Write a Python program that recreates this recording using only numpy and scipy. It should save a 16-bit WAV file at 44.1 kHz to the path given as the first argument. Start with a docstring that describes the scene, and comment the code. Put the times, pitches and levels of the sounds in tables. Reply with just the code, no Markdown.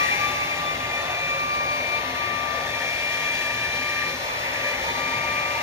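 """A hand-held hair dryer in a small bathroom, heard for 5.6 s by a close two-port microphone.
It opens on a loud blade whine, and in the first second a ring of the shell slides up and back down.
The fan's rush, the housing and the nozzle's hiss on hair, all shaped noise, run on over rumble and motor hum.
The whine, sines on multiples of the shaft speed, swells and drops out in the room's standing waves; the blade
tone dips near 3 s, the low-mid roar lifts briefly at 4.3 s, and a lower duct ring stands out near 4.9 s."""
import sys
import numpy as np
from scipy import signal
from scipy.fft import rfft, irfft, next_fast_len
from scipy.io import wavfile
from scipy.ndimage import uniform_filter1d, map_coordinates

SR = 44100
rng = np.random.default_rng(int(sys.argv[2]) if len(sys.argv) > 2 else 0)


def output_pcm(signal):
    """Save a mono or channel-first signal as 16-bit PCM at the path in sys.argv[1].

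    Samples are clipped to [-1, 1] before scaling.
    """
    pcm = np.clip(np.atleast_2d(signal).T, -1, 1) * 32767
    wavfile.write(sys.argv[1], SR, np.round(pcm).astype(np.int16))


N = 247842

# motor speed under the changing load, before a small random drift: (time [s], turns per second [Hz])
SHAFT_SPEED = [(0, 294.4), (.18, 294), (.4, 295), (.65, 294.8), (.87, 296.1), (1.35, 295.25), (1.85, 295.1),
               (2.5, 295.5), (3.5, 295.15), (4.1, 295.2), (4.7, 294.8), (5.0, 295.85), (5.62, 295.8)]
# air flow as the dryer is aimed, before each layer's trim:
# (time [s], jet level [dB], housing level [dB], nozzle hiss level [dB])
AIR_FLOW = [(0, -34, -31, -33.5), (.22, -37, -29.5, -34.5), (.4, -36.5, -31.5, -36.5),
            (.8, -35.5, -33, -39), (1.05, -34, -33, -38.5), (1.45, -37, -35.5, -39.5),
            (2.0, -35.5, -33, -38.5), (2.25, -37.5, -34.5, -39), (2.5, -35.5, -35.5, -39),
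            (2.9, -37, -34, -36.5), (3.35, -37, -32.5, -35.5), (3.7, -37.5, -32.5, -36),
            (4.02, -37, -31, -36.5), (4.2, -36, -36, -37), (4.62, -35, -32.5, -36.5),
            (4.88, -35, -34, -36.5), (5.07, -36, -31.5, -37.5), (5.25, -35, -30.5, -37.5),
            (5.62, -35, -31.5, -37.5)]


def amp(db):
    """Decibels to gain."""
    return 10 ** (np.asarray(db) / 20)


def unit(x):
    """Scale to rms 1."""
    return x / np.sqrt(np.mean(x ** 2) + 1e-20)


def along(points, hz):
    """(Hz, value) points read on a log frequency axis."""
    f, v = np.transpose(points)
    return np.interp(np.log(hz + 1), np.log(f + 1), v)


def curves(rows):
    """One value per sample for each column after the time."""
    s, *columns = np.transpose(rows)
    return [np.interp(np.arange(N) / SR, s, column) for column in columns]


def wobble(rate):
    """A smooth random curve through normal random knots, rate knots a second."""
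    knots = rng.standard_normal(int(N * rate / SR) + 4)
    return map_coordinates(knots, [np.arange(N) * rate / SR])


def bump(s, half_width):
    """A bell of height 1 centred on time s, down to 1/e at half_width seconds."""
    return np.exp(-((np.arange(N) / SR - s) / half_width) ** 2)


def left_right(hz):
    """Complex gain of left and right at each frequency, mean power 1 over the pair."""
    # left-right balance by frequency: (frequency [Hz], left over right [dB])
    balance = [(170, 0), (400, .7), (530, 6.5), (670, 0), (800, 7), (920, -.5), (1030, 0), (1400, 6),
               (1600, 6), (1840, 10), (2100, 5), (2600, 2.5), (3500, 2), (5000, 0)]
    # left-right phase of the noise by frequency: (frequency [Hz], left minus right [rad])
    phase = [(170, 0), (500, .2), (700, -.5), (830, -2), (950, .3), (1150, -2.6), (1450, 0), (1750, -1.2),
             (2800, -2.4), (4500, -4.3), (6200, -5.05), (8200, -3.4), (10100, -2.95), (11500, -1.5),
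             (12700, 0)]
    half = amp(along(balance, hz) / 2) * np.exp(.5j * along(phase, hz))
    pair = np.array([half, 1 / half])
    return pair / np.sqrt(np.mean(abs(pair) ** 2, axis=0))


def rush(gain):
    """Turbulent air of rms 1, coloured by gain(Hz), with left and right noise partly alike."""
    # likeness of left and right noise by frequency: (frequency [Hz], likeness [0-1])
    likeness = [(130, .998), (300, .95), (550, .85), (820, .55), (950, .6), (1100, .3), (1500, .35),
                (1800, .8), (2400, .87), (3200, .15), (4200, .15), (5900, .7), (8400, .96), (10000, .96),
                (11500, .6), (13000, .93)]
    size = next_fast_len(N + SR // 4)
    hz = np.fft.rfftfreq(size, 1 / SR)
    turn = np.arccos(np.clip(along(likeness, hz), 0, 1)) / 2
    shared, apart = rfft(rng.standard_normal((2, size))) * [np.cos(turn), np.sin(turn)]
    spectra = np.array([shared + apart, shared - apart]) * left_right(hz) * gain(hz)
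    return unit(irfft(spectra, size)[:, :N])


def colour(spectrum, modes=()):
    """Gain by frequency of a broad spectrum, with resonances and dips added in dB."""
    def gain(hz):
        lift_db = sum(lift / (1 + (2 * (hz - centre) / width) ** 2) for centre, width, lift in modes)
        return amp(along(spectrum, hz) + lift_db)
    return gain


def resonance(centre, half_width):
    """Gain by frequency of one resonance, halved at half_width Hz from its centre."""
    return lambda hz: 1 / (1 + ((hz - centre) / half_width) ** 2)


def standing_waves(x, depth_db, size=2048):
    """Close walls ripple the spectrum by depth_db rms, and the ripple drifts as the hand moves."""
    z = signal.stft(x, nperseg=size)[2]
    ripple = rng.standard_normal(z.shape[1:])
    ripple = uniform_filter1d(ripple, size=3, axis=0)  # across frequency
    ripple = uniform_filter1d(ripple, size=24, axis=1, mode="wrap")  # along time
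    ripple = uniform_filter1d(ripple, size=8, axis=1)
    rippled = signal.istft(z * amp(depth_db * unit(ripple)), nperseg=size)[1]
    return unit(rippled[:, :N])


def crossings(order):
    """Gain in dB of one partial as the dryer crosses its nodes and antinodes."""
    # (time [s], multiple of the shaft speed, half width [s], depth [dB])
    node_dips = [(.168, 4, .03, 7), (.56, 4, 0.039, 6), (.79, 4, .018, 7), (.47, 4, .025, 3),
                 (1.84, 4, .04, 6), (2.72, 4, .035, 8), (3.06, 4, .03, 4), (3.365, 4, 0.048, 13),
                 (3.71, 4, 0.075, 8), (4.16, 4, .047, 9), (4.6, 4, .04, 1), (4.82, 4, .05, 5),
                 (.32, 8, .025, 6.5), (.39, 8, .015, 7), (.46, 8, .017, 10), (.62, 8, .03, 11),
                 (.78, 8, 0.037, 10), (.89, 8, 0.013, 7), (1.04, 8, .035, 13), (2.09, 8, .071, 24.5),
                 (2.67, 8, .025, 10), (4.19, 8, 0.031, 6.5), (4.38, 8, .07, 0), (4.79, 8, .025, 12.5),
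                 (4.94, 8, 0.023, 11)]
    # (time [s], multiple of the shaft speed, half width [s], lift [dB])
    antinode_swells = [(4.68, 2, 0.043, 10.5), (.125, 8, 0.015, 9.5), (.245, 8, .025, 7.5),
                       (.53, 8, 0.02, 5), (.71, 8, .025, 3), (.95, 8, 0.039, 7.5), (4.71, 8, .045, 3),
                       (.09, 12, 0.049, 8.5), (.29, 12, 0.037, 11), (.45, 12, .041, 6),
                       (.68, 12, 0.039, 11.5), (1.07, 12, 0.12, 9.5), (1.96, 12, .022, 12.5),
                       (2.69, 12, 0.032, 9), (4.35, 12, 0.14, 5), (4.91, 12, .05, 8)]

    def total_db(rows):
        return sum(db * bump(s, width) for s, multiple, width, db in rows if round(multiple) == order)
    return total_db(antinode_swells) - total_db(node_dips)


def blade_tone(angle, level_db, image, order, flutter_db, jitter):
    """One partial at both ports; uneven inflow shakes its strength (dB) and phase (rad)."""
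    pan_db, lead = image
    phase = order * angle + jitter * wobble(35)
    left, right = amp(pan_db / 2), amp(-pan_db / 2)
    pair = np.array([left * np.sin(phase + lead / 2), right * np.sin(phase - lead / 2)])
    pair = 2 * pair / np.hypot(left, right)  # rms 1 over both ports
    return amp(level_db + crossings(order) + flutter_db * wobble(25.03)) * pair


def fading_line(angle, order, fade):
    """A shaft multiple of rms 1: a steady direct part plus drifting wall reflections."""
    walls = np.array([wobble(7) + 1j * wobble(6.3) for _ in range(2)])
    mean_hz = np.mean(SHAFT_SPEED, axis=0)[1]
    paths = left_right(order * mean_hz)[:, None] + fade * walls
    return unit(np.real(paths * np.exp(1j * order * angle)))


def room_rumble():
    """Low noise, coloured by the modes of the small room."""
    # (frequency [Hz], relative level [dB])
    rumble_spectrum = [(12, -40), (25, -16), (40, -13), (70, 0), (95, -4.5), (135, -5.5), (200, -8),
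                       (310, -10), (380, -9.5), (480, -7.5), (750, -87)]
    # resonances and dips: (frequency [Hz], width [Hz], lift [dB])
    rumble_modes = [(66.5, 3.6, -4.5), (117.7, 11.5, 9.5), (131, 14, -6), (157.3, 11.8, 9.5),
                    (209, 18, -2.5), (258.9, 15.6, 13), (305, 18, -8), (360, 42, 8), (415, 20, -1)]
    # (time [s], level [dB])
    rumble_levels = [(0, -40.5), (.85, -41), (1.1, -42.5), (2.4, -41.5), (3.0, -43.5), (3.45, -41.5),
                     (4.1, -42.5), (4.7, -43), (4.9, -40.3), (5.35, -40), (5.62, -42)]
    level_db, = curves(rumble_levels)
    return amp(level_db + 0.25 * wobble(3.8)) * rush(colour(rumble_spectrum, rumble_modes))


def motor(angle):
    """Imbalance and commutator lines hum and waver under the rush."""
    # hum at twice the shaft speed, before its flutter: (time [s], level [dB])
    hum_levels = [(0, -48), (.22, -45), (.4, -40.5), (1.3, -47), (1.9, -41), (2.2, -45), (2.9, -43.5),
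                  (3.4, -51), (3.7, -46.5), (4.4, -44.5), (5.05, -46), (5.25, -38.5), (5.62, -46)]
    # where the ports hear that hum: (left over right [dB], left lead [rad])
    hum_image = (5.2, 0.11)
    # weak lines, before their waver: (multiple of the shaft speed, level [dB])
    motor_lines = [(1, -57.5), (5, -55.5), (6, -50), (7, -49.5), (16, -54.5), (20, -57)]
    hum_db, = curves(hum_levels)
    total = blade_tone(angle, hum_db, hum_image, order=2, flutter_db=2.0, jitter=0.38)
    for multiple, db in motor_lines:
        total = total + amp(db + 2.5 * wobble(14)) * fading_line(angle, order=multiple, fade=0.35)
    return total


def slid(x, shift_hz):
    """Shift every frequency in x by a changing number of Hz."""
    return np.real(signal.hilbert(x) * np.exp(2j * np.pi * np.cumsum(shift_hz) / SR))


def ringing():
    """Turbulence keeps the duct and the shell ringing as two fluttering half-whistles."""
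    # (time [s], level [dB])
    duct_levels = [(0, -42), (.2, -36.5), (.5, -44), (1.4, -47), (2.0, -41.5), (2.6, -43.5), (2.8, -42),
                   (3.1, -43.5), (3.6, -44), (4.78, -46.5), (4.9, -35.5), (5.05, -37), (5.4, -40.5),
                   (5.62, -36.5)]
    # (time [s], level [dB])
    shell_levels = [(0, -28.5), (.09, -30), (.2, -36.5), (.36, -43), (1.0, -47), (1.4, -49.5), (2.1, -39.5),
                    (2.3, -34), (2.55, -36.5), (3.2, -34.5), (4.0, -34), (4.2, -41), (4.7, -37.5),
                    (5.0, -43), (5.62, -44)]
    # both slide as the dryer is raised: (time [s], shell shift [Hz], duct shift [Hz])
    ring_slide = [(0, 55, -72), (.09, 138, -72.5), (.14, 389, -82), (.26, 429, -91), (.75, 1, -90.5),
                  (1.6, -1, -0.5)]
    duct_db, = curves(duct_levels)
    shell_db, = curves(shell_levels)
    shell_shift_hz, duct_shift_hz = curves(ring_slide)
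    # centres and half widths in Hz, before the slide
    duct = slid(rush(resonance(centre=922, half_width=28)), duct_shift_hz)
    shell = slid(rush(resonance(centre=1822, half_width=80)), shell_shift_hz)
    return amp(duct_db) * duct + amp(shell_db) * shell


def flares():
    """Short swells in which one band rings out of the rush."""
    # (time [s], half length [s], centre [Hz], half width [Hz], level at the crest [dB])
    band_flares = [(.055, .015, 2010, 70, -32), (0.092, .012, 1890, 80, -24), (.16, .08, 2180, 220, -32),
                   (.18, .08, 820, 12, -38), (0.438, 0.038, 2220, 70, -34), (1.01, 0.03, 1830, 53, -36),
                   (1.097, .15, 728, 16, -39), (1.303, .13, 545, 8, -39.5), (2.674, 0.024, 1830, 70, -32),
                   (2.815, 0.017, 1824, 60, -29), (3.645, .02, 1790, 60, -29), (4.02, .03, 1830, 90, -31),
                   (4.673, 0.019, 1830, 65, -27)]
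    total = 0
    for s, half_length, hz, half_width, db in band_flares:
        swell = bump(s, half_length)
        burst = unit(swell * rush(resonance(hz, half_width)))
        total = total + amp(db) * np.sqrt(np.mean(swell ** 2)) * burst
    return total


def housing_rush():
    """The housing rings broadly under the air that runs through it."""
    # (frequency [Hz], relative level [dB])
    housing_spectrum = [(900, -28), (1450, -26), (1650, -2), (1800, -1.5), (2000, 0), (2250, -0.5),
                        (2500, -1.5), (2850, -5.5), (3100, -11.5), (4500, -53)]
    # resonances: (frequency [Hz], width [Hz], lift [dB])
    housing_modes = [(1830, 45, 3.9), (2180, 35, 5.6), (2276, 50, 1.1)]
    _, level_db, _ = curves(AIR_FLOW)
    noise = standing_waves(rush(colour(housing_spectrum, housing_modes)), depth_db=3.5)
    return amp(level_db + 0.4 + 0.27 * wobble(24.84)) * noise


def nozzle_hiss():
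    """Fine turbulence hisses where the nozzle blows on hair."""
    # (frequency [Hz], relative level [dB])
    hiss_spectrum = [(1500, -30), (2400, -4), (2750, -1), (3030, -2.8), (3350, 1.8), (3750, -1.3),
                     (4150, -1), (4500, -4.3), (5200, -5.6), (6300, -7), (7500, -11.3), (9500, -13.3),
                     (11000, -15.5), (13000, -20.5), (15500, -24)]
    _, _, level_db = curves(AIR_FLOW)
    noise = standing_waves(rush(colour(hiss_spectrum)), depth_db=2.5)
    return amp(level_db + 2 + 0.48 * wobble(22)) * noise


def jet_roar():
    """The jet's turbulence roars in the low mids; the roar lifts once, briefly."""
    # (frequency [Hz], relative level [dB])
    jet_spectrum = [(200, -50), (340, -18.5), (480, -0.5), (620, 0), (850, 0), (1000, -4), (1100, -3),
                    (1300, -5), (1550, -3.5), (2000, -40), (3000, -69)]
    # resonances: (frequency [Hz], width [Hz], lift [dB])
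    jet_modes = [(545, 9.2, 8.8), (660, 22, 1.6), (706, 30, 4.7), (784, 14, 3.3), (804, 15, 7.9),
                 (898, 7.6, 3.3), (991, 18, 5.5), (1203, 16, 3.7)]
    # (time [s], half width [s], lift [dB])
    roar_lift = (4.3, 0.021, 3.2)
    level_db, _, _ = curves(AIR_FLOW)
    lift_s, lift_half_width, lift_db = roar_lift
    level_db = level_db + lift_db * bump(lift_s, lift_half_width)
    noise = standing_waves(rush(colour(jet_spectrum, jet_modes)), depth_db=1.44)
    return amp(level_db + 1.0 + 0.5 * wobble(12)) * noise


def whine(angle):
    """Blades passing four to a turn make a tone and two overtones, each with its own standing waves."""
    # levels before flutter, dips and swells: (time [s], level [dB])
    blade_levels = [(0, -23), (.04, -23.5), (.1, -31), (.25, -26), (.33, -34), (.42, -28), (.55, -32),
                    (.7, -29), (.9, -34), (1.0, -36), (1.25, -36.5), (1.4, -28), (1.68, -27.5), (1.85, -31),
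                    (2.12, -35.5), (2.3, -29), (2.6, -32), (2.82, -37), (2.95, -46), (3.2, -37.5),
                    (3.55, -38), (4.0, -35.5), (4.4, -37), (4.75, -37.5), (5.05, -31.7), (5.55, -31.5),
                    (5.62, -34)]
    # (time [s], level [dB])
    octave_levels = [(0, -26.5), (.16, -31.5), (.36, -31), (.85, -34.5), (1.12, -35), (1.25, -30),
                     (1.5, -33.5), (1.72, -29.5), (1.95, -28), (2.25, -31), (2.55, -37), (2.87, -29),
                     (3.5, -29), (4.1, -30.5), (4.2, -35), (4.85, -30.5), (5.0, -32), (5.28, -29),
                     (5.55, -32), (5.62, -37)]
    # where the standing waves put each partial: (time [s], left over right [dB], left lead [rad])
    blade_image = [(0, 9, 3), (.14, -3, 3), (.19, 8, 3.5), (.24, 5, 5.5), (.3, 13, 4.5), (.37, -7.5, 9.5),
                   (.46, -2, 10), (.52, 11, 9.5), (.58, -1, 5), (.77, 7, 3.5), (.83, -4, 5), (1.0, 0, 5),
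                   (1.4, -1, 4.1), (1.75, 2, 3.6), (1.81, -1, 3.2), (1.87, 0.5, 4), (1.95, 9, 4),
                   (2.1, 9, 3), (2.4, 18, 1.3), (2.66, 16, 1.8), (2.78, 5, -0.8), (2.97, 9, -1.3),
                   (3.15, -1, 0.5), (4.05, 2.5, 0.55), (4.15, 10, 1.2), (4.21, -0.5, 3.5), (4.52, 4, 3),
                   (4.61, 11, 1.5), (4.68, 4, 0.3), (4.76, 8, 1.5), (4.82, -5, 3.5), (4.91, 3, 3.5),
                   (5.01, 7, 1.5), (5.62, 3, 2)]
    # (time [s], left over right [dB], left lead [rad])
    octave_image = [(0, 1.5, -2.5), (.24, 5, -2), (.4, 1, -3), (.55, 4, -2.5), (.8, 3, -2.5), (1.4, 2, -2),
                    (1.9, 9, -2), (2.25, 2, -2.5), (2.85, 5.5, -2), (4.13, 2.5, -2), (4.19, -1, -4),
                    (4.55, 0, -3), (4.72, 1, -2.5), (4.92, -1, -3), (5.02, 4, -1.4)]
    # (time [s], left over right [dB], left lead [rad])
    twelfth_image = [(.7, 0, -0.45), (1.07, -2, -1.2), (1.96, 10.5, -1.6), (2.6, 2, -1.4), (3.7, 2, -0.86),
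                     (4.35, -4, -1.8), (4.91, 8, -1.2), (5.62, 2, -1.4)]
    twelfth_db = -49  # resting level of the third harmonic
    blade_db, = curves(blade_levels)
    octave_db, = curves(octave_levels)
    blade = blade_tone(angle, blade_db, curves(blade_image), order=4, flutter_db=1.23, jitter=0.049)
    octave = blade_tone(angle, octave_db, curves(octave_image), order=8, flutter_db=1.5, jitter=0.19)
    twelfth = blade_tone(angle, twelfth_db, curves(twelfth_image), order=12, flutter_db=1.1, jitter=1.15)
    return blade + octave + twelfth


def scene():
    """One shaft drives every tone, inside the rush of air."""
    shaft_hz, = curves(SHAFT_SPEED)
    angle = 2 * np.pi * np.cumsum(shaft_hz + 0.13 * wobble(12)) / SR
    air = room_rumble() + housing_rush() + nozzle_hiss() + jet_roar()
    return air + ringing() + flares() + motor(angle) + whine(angle)


def record(dry):
    """The recorder keeps nothing above its band limit."""
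    top_hz = 15750
    size = next_fast_len(N + SR // 4)
    kept = np.fft.rfftfreq(size, 1 / SR) < top_hz
    return irfft(rfft(dry, size) * kept, size)[:, :N]


dry = scene()
out = record(dry)
output_pcm(out)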